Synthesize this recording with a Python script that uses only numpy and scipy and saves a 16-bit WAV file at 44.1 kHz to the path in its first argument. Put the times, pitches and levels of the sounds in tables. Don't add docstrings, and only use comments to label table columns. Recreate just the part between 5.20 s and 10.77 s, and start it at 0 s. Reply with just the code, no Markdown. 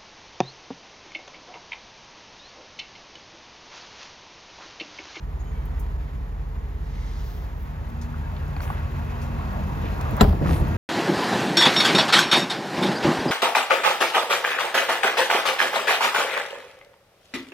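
import sys
import numpy as np
from scipy import signal
from scipy.fft import rfft, irfft, next_fast_len
from scipy.io import wavfile

SR = 44100
rng = np.random.default_rng(int(sys.argv[2]) if len(sys.argv) > 2 else 0)


def bounce(signal):
    frames = np.transpose(np.atleast_2d(signal))
    limited = np.clip(frames, -1, 1)
    pcm = np.round(limited * 32767).astype(np.int16)
    wavfile.write(sys.argv[1], SR, pcm)


N = 245637
TIME_S = np.arange(N) / SR
SIZE = next_fast_len(N, True)
FREQS_HZ = np.maximum(np.fft.rfftfreq(SIZE, 1 / SR), 1)

# multiple_of_cycle, cab_rms_db, outside_rms_db
ENGINE_TONES = [(8.03, -32.5, -35), (10.21, -40.5, -39.5), (11.07, -34.5, -40), (13.1, -38.5, -35),
                (13.97, -43.5, -37), (15.3, -91, -36), (17.27, -47, -40.5), (23.74, -51.5, -44.5),
                (25.82, -54, -42), (26.26, -51, -47.5)]
# peak_s, half_length_s, change_db
TONE_SWELLS = [(0.647, 0.18, 3), (2.62, 0.69, -1.5)]
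# peak_s, half_length_s,
# pitch_hz, peak_rms_db
HUMS = [(2.844, 0.28, 233.4, -43), (3.052, 0.4, 99, -59), (4.166, 0.61, 232.5, -41.5),
        (4.46, 0.28, 190.3, -38)]
# time_s, level_db
FAN_LEVEL = [(0.0, -52), (0.52, -48.5), (1.27, -51.5), (2.18, -48), (2.56, -48.5), (3.49, -43.5),
             (4.48, -40.5), (4.95, -37)]
# freq_hz, density_db_per_hz
RUMBLE_COLOUR = [(25, -45), (45, 0), (75, -7.5), (110, 2.5), (150, 1.5), (200, -5), (280, -10),
                 (400, -23.5), (800, -104)]
# freq_hz, density_db_per_hz
RUSH_COLOUR = [(180, -47), (300, 5), (350, 1.5), (410, 1.5), (520, 2.5), (650, 1), (800, 2), (1000, 1),
               (1400, -10), (2200, -79)]
# freq_hz, density_db_per_hz
HISS_COLOUR = [(800, -11.5), (1250, -1), (1900, -2), (2200, -5), (2650, -9), (3000, -11), (4200, -15.5),
               (5500, -19.5), (7000, -19.5), (8600, -48.5), (10300, -26.5), (13700, -20), (15000, -30.5),
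               (16000, -31)]
# centre_hz, width_octaves, level_db
CAB_RINGS = [(426, 0.22, -55.5), (930, 0.33, -61), (1864, 0.022, -72)]
# centre_hz, width_octaves, level_db
FAN_RINGS = [(405, 0.15, -55), (766, 0.046, -64), (910, 0.12, -54.5), (1104, 0.11, -57), (1413, 0.03, -60),
             (1627, 0.044, -59.5), (1884, 0.038, -62.5), (2586, 0.096, -60)]
# start_s, length_s, level_db, pitch_hz, glide_hz_per_s, waver_share
SQUEAKS = [(0.187, 0.046, -61, 6500, 1996, 0.026), (0.23, 0.12, -67, 6850, -4000, 0.025),
           (0.25, 0.055, -63.5, 3000, 1200, .005), (0.336, 0.088, -60, 2280, 0, 0.0072),
           (0.29, 0.2, -69, 3150, 0, 0.008)]
# start_s, level_db, centre_hz, width_octaves, t60_s
CLICKS = [(.454, -34, 12500, .8, 0.056), (0.595, -34.5, 9300, 0.76, 0.12), (2.813, -33.5, 5370, 0.85, 0.15),
          (2.94, -23, 1220, 0.43, 0.055), (3.165, -30, 2800, 0.72, 0.034), (4.0159, -36.5, 5570, 1.1, 0.25),
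          (4.328, -34, 12000, .8, .03), (4.639, -15, 376, 0.58, 0.16), (4.811, -25, 5800, 1.3, 0.03),
          (4.9093, -29, 10100, 0.66, .025), (4.967, -23, 9800, 0.89, 0.019), (5.125, -32, 11000, 0.6, .02),
          (5.247, -13.5, 1280, 0.58, .04), (5.258, -15, 900, 1.05, 0.07), (5.290, -11.5, 820, 0.73, 0.029),
          (5.339, -16, 780, 1.6, .03), (5.481, -31.5, 10100, 0.73, 0.037)]
# start_s, length_s, level_db, centre_hz, width_octaves
SCUFFS = [(1.57, 0.77, -57.5, 3780, 1.07), (1.68, 0.29, -59.5, 2100, 0.13),
          (1.934, 0.4, -61.5, 12900, 0.35), (2.354, 0.13, -62, 13000, 0.57),
          (3.38, 0.19, -58.5, 9800, 0.53), (3.399, 0.07, -49, 1890, 2.6), (3.39, 0.29, -45.5, 980, 1.23),
          (3.87, .11, -52, 1980, 0.66), (4.177, 0.084, -43, 1070, 0.43), (4.294, 0.15, -42.5, 700, 0.41),
          (4.47, 0.091, -43.5, 990, 0.36), (4.747, 0.19, -40.5, 890, 0.81), (4.966, 0.034, -32, 800, 0.85),
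          (4.996, 0.019, -30.5, 1800, 0.35), (5.21, 0.16, -32.5, 300, 0.29)]
# start_s, length_s, level_db, centre_hz, width_octaves, grains_per_s
CRUNCH = [(3.357, 0.17, -48, 1470, 0.9, 220), (4.123, 0.13, -61, 2370, 0.78, 460),
          (4.593, 0.13, -49.5, 2140, 0.84, 540), (5.215, 0.14, -37, 650, 1.5, 400),
          (5.219, 0.18, -44, 1900, 1.5, 1100), (5.25, 0.18, -50.5, 9300, 0.46, 4200)]
# start_s, level_db, lowpass_hz
KNOCKS = [(3.3650, -30.5, 7000), (3.4050, -28, 3200), (3.5018, -12, 750), (3.5052, -20.5, 750)]
# pitch_hz, level_db, t60_s
TRIM_MODES = [(786, -10, 0.026), (1130, -1, 0.019), (1520, -3.5, 0.017), (1980, -9, 0.018),
              (2460, -6.5, 0.015), (3210, -11.5, 0.017), (4400, -9, 0.013)]
# start_s, level_db, pitch_hz, t60_s, stirred_rumble_db
BUMPS = [(5.209, -17, 73, 0.14, -13.5), (5.283, -9, 150, 0.029, -23.5), (5.405, -7.5, 64, 0.092, -23.5),
         (5.511, -12, 73, 0.038, -25)]
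# start_s, level_db
SEAL_PUSHES = [(5.0231, 10.5), (5.0800, 7.5)]
# pitch_hz, level_db, t60_s
CAB_MODES = [(48, -13.5, 0.31), (73, -13, 0.19), (118.4, -23, 0.37), (183.5, -18, 0.32)]
# freq_hz, density_db_per_hz
SLAM_RUMBLE_COLOUR = [(22, -27), (45, -3), (75, 10), (110, 0), (150, 4), (190, 2), (238, -7), (295, -7),
                      (375, -11.5), (490, -15.5), (720, -18.5), (1500, -64)]
# start_s, level_db, lowpass_hz
LATCH_HITS = [(4.9994, 5, 650), (5.0030, -10, 1800), (5.0062, -12, 1980), (5.0099, -8.5, 9000),
              (5.0152, -11, 7000), (5.0435, -13, 3000)]
# pitch_hz, level_db, t60_s
LATCH_MODES = [(960, -10, 0.0088), (1890, -24.5, 0.072), (2550, -41, 0.027), (3300, -21, 0.016),
               (3995, -17, 0.022), (5330, -32, 0.07), (6540, -23.5, 0.069), (7350, -23, 0.044)]
# start_s, level_db, lowpass_hz
SLAM_HITS = [(5.0096, -6, 8900), (5.0110, -8, 3970), (5.0148, -4, 900), (5.0190, -18.5, 3500),
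             (5.042, -8.5, 1000), (5.0480, -7.5, 1200), (5.082, -6, 230), (5.129, -9.5, 420)]
# pitch_hz, level_db, t60_s
DOOR_MODES = [(200.6, -12.5, 0.069), (292, -28, 0.25), (386.6, -17, 0.25), (420, -17, 0.18),
              (555, -20, 0.05), (706, -10.5, 0.027), (784, -19.5, 0.16), (880, -21, 0.12),
              (1000, -26, 0.13), (1190, -25, 0.1), (1363, -23, 0.08), (1470, -27.5, 0.1),
              (1710, -25, 0.089), (2730, -29, 0.044)]
# freq_hz, density_db_per_hz
CRACK_COLOUR = [(100, 2), (400, 0), (650, 6.5), (1100, -2.5), (2200, -13.5), (3200, -14), (4100, -18.5),
                (4800, -17), (7200, -34), (8500, -40.5), (11000, -25), (13500, -23.5), (16000, -24)]
# freq_hz, ratio_db
PORT_WIDTH = [(40, -10), (90, -14), (200, -5), (380, -4.5), (550, -1.5), (800, 2), (1200, 1), (2200, -2.5),
              (4300, -1.5), (6400, -5.5), (8500, 22.5), (10500, 6.5), (12500, -12), (15000, -53)]
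# freq_hz, share_db
PORT_DIFFUSE = [(60, -1), (500, -3), (1000, -3), (2200, -.5), (4000, -1.5), (9000, -2), (13000, 1)]
# freq_hz, ratio_db
PORT_LEAN = [(50, 0.7), (125, -1.8), (250, 0.5), (500, 0.5), (1000, -0.5), (2000, -1), (4000, 5),
             (8000, -0.5), (13000, -0.5)]

CYCLE_HZ, TONES_DB = 5.62, 0.1
WAVER_DB, HUNT_S = 1.2, .0003
RUMBLE_DB, RUMBLE_FOLLOWS = -38.5, 0.63
RUSH_DB, RUSH_FOLLOWS, RUSH_WAVER_DB, RUSH_RIPPLE = -47, 0.99, .6, .09
HISS_DB, HISS_FOLLOWS = -51.5, 0.8
RING_WAVER_DB, RING_FOLLOWS = 3, 0.77
CAB_PAN_DB, OUTSIDE_PAN_DB = -.9, .4
LEAVE_S, LEAVE_TAKES_S = 2.07, 0.94
GRIT_PER_S, GRIT_DB = 30, -73
SWEEP_S, SWEEP_LENGTH_S, SWEEP_DB = 4.905, 0.055, -23
HANG_DB, HANG_T60_S = -12.5, 1.02
RUMBLE_ATTACK_S, BUMP_RUMBLE_T60_S = 0.0049, 0.98
DOOR_DB, MODE_SCATTER_DB = 1.5, 5
CRACK_T60_S, LOOSE_DB, LOOSE_T60_S = .025, -15, 0.37
LIMIT_DB, RECOVER_DB_PER_S, LIMIT_ATTACK_HZ = -4.5, 29.5, 15
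FULL_SCALE, CUTOFF_HZ = .95, 15900


def from_db(db):
    return 10 ** (np.asarray(db) / 20)


def rms_one(x):
    return x / np.sqrt(np.mean(x ** 2) + 1e-20)


def gains(points):
    hz, db = np.transpose(points)
    return from_db(np.interp(np.log(FREQS_HZ), np.log(hz), db))


def hump(hz, octaves):
    return np.exp(-(np.log2(FREQS_HZ / hz) / octaves) ** 2)


def shaped(x, response):
    return irfft(rfft(x, SIZE) * response, SIZE)[..., :N]


def drift(hz):
    return rms_one(shaped(rng.standard_normal(N), 1 / (1 + (FREQS_HZ / hz) ** 2)))


def noise(colour, grain_db=0):
    white = rng.standard_normal((2, N))
    if grain_db:
        white *= from_db(grain_db * np.minimum(rng.exponential(1, N), 6))
    return rms_one(shaped(white, colour))


def grains(per_s, colour):
    sizes = rng.standard_normal((2, N))
    hits = rng.random((2, N)) < per_s / SR
    return rms_one(shaped(sizes * hits, colour))


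def click_at(s):
    return np.arange(N) == round(s * SR)


def ring(force, hz, t60_s):
    r, w = from_db(-60 / (t60_s * SR)), 2 * np.pi * hz / SR
    return signal.lfilter([0, np.sin(w)], [1, -2 * r * np.cos(w), r * r], force + 1e-18)


def soften(x, hz):
    r = np.exp(-2 * np.pi * hz / SR)
    return signal.lfilter([1 - r], [1, -r], x + 1e-18)


def struck(hits, modes, count):
    taps = []
    for s, db, lowpass_hz in hits:
        tap = from_db(db) * click_at(s)
        for _ in range(count):
            tap = soften(tap, lowpass_hz)
        taps.append(tap)
    strengths = from_db(MODE_SCATTER_DB * rng.standard_normal((len(modes), len(hits))))
    forces = strengths @ np.array(taps)
    out = np.zeros(N)
    for k, (force, (hz, db, t60_s)) in enumerate(zip(forces, modes)):
        out += (-1) ** k * from_db(db) * ring(force, hz, t60_s)
    return out


def bell(s, half_s):
    return np.exp(-((TIME_S - s) / half_s) ** 2)


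def stroke(s, length_s):
    return np.sin(np.pi * np.clip((TIME_S - s) / length_s, 0, 1))


def dying(s, t60_s):
    return (TIME_S >= s) * np.exp(-np.log(1000) * np.clip((TIME_S - s) / t60_s, 0, 10))


def surge(s, t60_s):
    return dying(s, t60_s) * np.clip((TIME_S - s) / RUMBLE_ATTACK_S, 0, 1)


def panels(strength, count=10):
    lags_s = rng.uniform(0.001987, .025, count)
    echoes = sum(np.exp(-2j * np.pi * FREQS_HZ * lag_s) for lag_s in lags_s)
    return abs(1 + strength * echoes)


def ports(direct, diffuse, spread):
    share = np.clip(spread * gains(PORT_DIFFUSE) ** 2, 0, 1)
    ends = signal.windows.tukey(N, .002)
    mid = rfft(direct * ends, SIZE)
    gradient = -1j * np.sqrt(1 - share) * mid
    side = gains(PORT_WIDTH) * (gradient + np.sqrt(share) * rfft(diffuse * ends, SIZE))
    lean = np.sqrt(gains(PORT_LEAN))
    return irfft(np.array([(mid - side) * lean, (mid + side) / lean]), SIZE)[:, :N]


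def pickup():
    return 1 / (1 + gains(PORT_WIDTH))


def pan(x, db):
    return np.array([x[0] * from_db(db / 2), x[1] * from_db(-db / 2)])


def outside_share():
    return np.clip((TIME_S - LEAVE_S) / LEAVE_TAKES_S, 0, 1)


def fan_swing_db():
    s, level_db = np.transpose(FAN_LEVEL)
    db = np.interp(TIME_S, s, level_db)
    return db - db.mean()


def engine_tones(outside):
    swell_db = TONES_DB + sum(db * bell(s, half_s) for s, half_s, db in TONE_SWELLS)
    clock_s = TIME_S + HUNT_S * drift(0.84)
    lines = []
    for multiple, cab_db, open_db in ENGINE_TONES:
        level_db = swell_db + cab_db + outside * (open_db - cab_db)
        lines.append((multiple * CYCLE_HZ, from_db(level_db)))
    for s, half_s, hz, db in HUMS:
        lines.append((hz, from_db(db) * bell(s, half_s)))
    tones = np.zeros(N)
    for hz, gain in lines:
        sine = np.sqrt(2) * np.sin(2 * np.pi * (hz * clock_s + rng.random()))
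        tones += gain * from_db(WAVER_DB * drift(1.4)) * sine
    return tones


def engine_air(outside):
    near_db = fan_swing_db()
    rush_db = RUSH_DB + RUSH_FOLLOWS * near_db + RUSH_WAVER_DB * drift(1.9)
    hiss_db = HISS_DB + HISS_FOLLOWS * near_db + 0.89 * drift(44)
    air = from_db(RUMBLE_DB + RUMBLE_FOLLOWS * near_db) * noise(gains(RUMBLE_COLOUR))
    air += from_db(rush_db) * noise(gains(RUSH_COLOUR) * panels(RUSH_RIPPLE))
    air += from_db(hiss_db) * noise(gains(HISS_COLOUR) * panels(0.11))
    for hz, octaves, db in CAB_RINGS:
        air += from_db(db) * (1 - outside) * noise(hump(hz, octaves))
    growth_db = RING_FOLLOWS * (near_db - near_db[outside == 1].mean())
    for hz, octaves, db in FAN_RINGS:
        ring_db = db + growth_db + RING_WAVER_DB * drift(9.6)
        air += from_db(ring_db) * outside * noise(hump(hz, octaves))
    return air


def engine():
    outside = outside_share()
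    air = engine_air(outside)
    pan_db = CAB_PAN_DB + outside * (OUTSIDE_PAN_DB - CAB_PAN_DB)
    return pan(ports(engine_tones(outside) + air[0], air[1], 1.0), db=pan_db)


def squeaks():
    out, waver = np.zeros(N), drift(120)
    for s, length_s, db, hz, glide_hz_per_s, share in SQUEAKS:
        glide_hz = glide_hz_per_s * np.clip(TIME_S - s, 0, length_s)
        pitch_hz = (hz + glide_hz) * (1 + share * waver)
        sine = np.sqrt(2) * np.sin(2 * np.pi * np.cumsum(pitch_hz) / SR)
        out += from_db(db) * stroke(s, length_s) * sine
    return out


def clicks():
    out = np.zeros((2, N))
    for s, db, hz, octaves, t60_s in CLICKS:
        out += from_db(db - 16) * soften(dying(s, t60_s), 900) * noise(hump(hz, octaves) * pickup())
    return out


def scuffs():
    out, catching = np.zeros((2, N)), from_db(0.69 * drift(29))
    for s, length_s, db, hz, octaves in SCUFFS:
        rub = noise(hump(hz, octaves) * pickup(), grain_db=2.0)
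        out += from_db(db) * stroke(s, length_s) * catching * rub
    return out


def stray_grit():
    stones = rng.random(N) < GRIT_PER_S * outside_share() / SR
    envelope = rms_one(soften(stones * rng.random(N), 30))
    return from_db(GRIT_DB) * envelope * noise(hump(10800, 3.6) * pickup())


def gravel_crunch():
    out = np.zeros((2, N))
    for s, length_s, db, hz, octaves, per_s in CRUNCH:
        out += from_db(db) * stroke(s, length_s) * grains(per_s, hump(hz, octaves) * pickup())
    return out


def knocks():
    return struck(KNOCKS, TRIM_MODES, count=2)


def bumps():
    out = np.zeros(N)
    for s, db, hz, t60_s, _ in BUMPS:
        out += from_db(db) * ring(soften(click_at(s), 260), hz, t60_s)
    return out


def movements():
    rustle = clicks() + scuffs() + stray_grit() + gravel_crunch()
    return ports(rustle[0] + squeaks() + knocks() + bumps(), rustle[1], 0.53)


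def boom():
    push = soften(sum(from_db(db) * click_at(s) for s, db in SEAL_PUSHES), 450)
    push = soften(push, 400)
    cab = sum(from_db(db) * ring(push, hz, t60_s) for hz, db, t60_s in CAB_MODES)
    swells = [from_db(SWEEP_DB) * stroke(SWEEP_S, SWEEP_LENGTH_S),
              from_db(HANG_DB) * surge(SEAL_PUSHES[0][0], HANG_T60_S)]
    for s, _, _, _, rumble_db in BUMPS:
        swells.append(from_db(rumble_db) * surge(s, BUMP_RUMBLE_T60_S))
    envelope = np.linalg.norm(swells, axis=0) * from_db(1.3 * drift(25))
    rumble = envelope * noise(gains(SLAM_RUMBLE_COLOUR) * panels(0.11))
    return pan(ports(cab + rumble[0], from_db(-6.5) * rumble[1], 1.7), db=1.0)


def door_crack():
    out = np.zeros((2, N))
    for s, db, lowpass_hz in SLAM_HITS:
        burst = from_db(db) * dying(s, CRACK_T60_S) * rng.standard_normal((2, N))
        out += soften(burst, lowpass_hz)
    rattle = from_db(LOOSE_DB) * dying(SLAM_HITS[0][0], LOOSE_T60_S) * from_db(2.3 * drift(90))
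    out += rattle * rng.standard_normal((2, N))
    return from_db(-4.5) * shaped(out, rms_one(gains(CRACK_COLOUR)))


def door():
    crack = door_crack()
    metal = struck(SLAM_HITS, DOOR_MODES, count=1) + struck(LATCH_HITS, LATCH_MODES, count=2)
    echo = np.roll(metal, round(.0023 * SR))
    diffuse = from_db(-1.5) * crack[1] + from_db(-7) * echo
    return from_db(DOOR_DB) * pan(ports(metal + crack[0], diffuse, 4.5), db=1.5)


def limiter(x):
    over_db = np.maximum(20 * np.log10(abs(x).max(axis=0) + 1e-9) - LIMIT_DB, 0)
    recovery_db = RECOVER_DB_PER_S * TIME_S
    cut_db = np.maximum.accumulate(over_db + recovery_db) - recovery_db
    return np.clip(x * from_db(-soften(cut_db, LIMIT_ATTACK_HZ)), -FULL_SCALE, FULL_SCALE)


def scene():
    return engine() + movements() + boom() + door()


def record(dry):
    bass_cut = signal.butter(3, 32, "high", fs=SR, output="sos")
    top_cut = signal.ellip(10, .1, 80, CUTOFF_HZ, fs=SR, output="sos")
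    return signal.sosfilt(top_cut, limiter(signal.sosfilt(bass_cut, dry)))


dry = scene()
out = record(dry)
bounce(out)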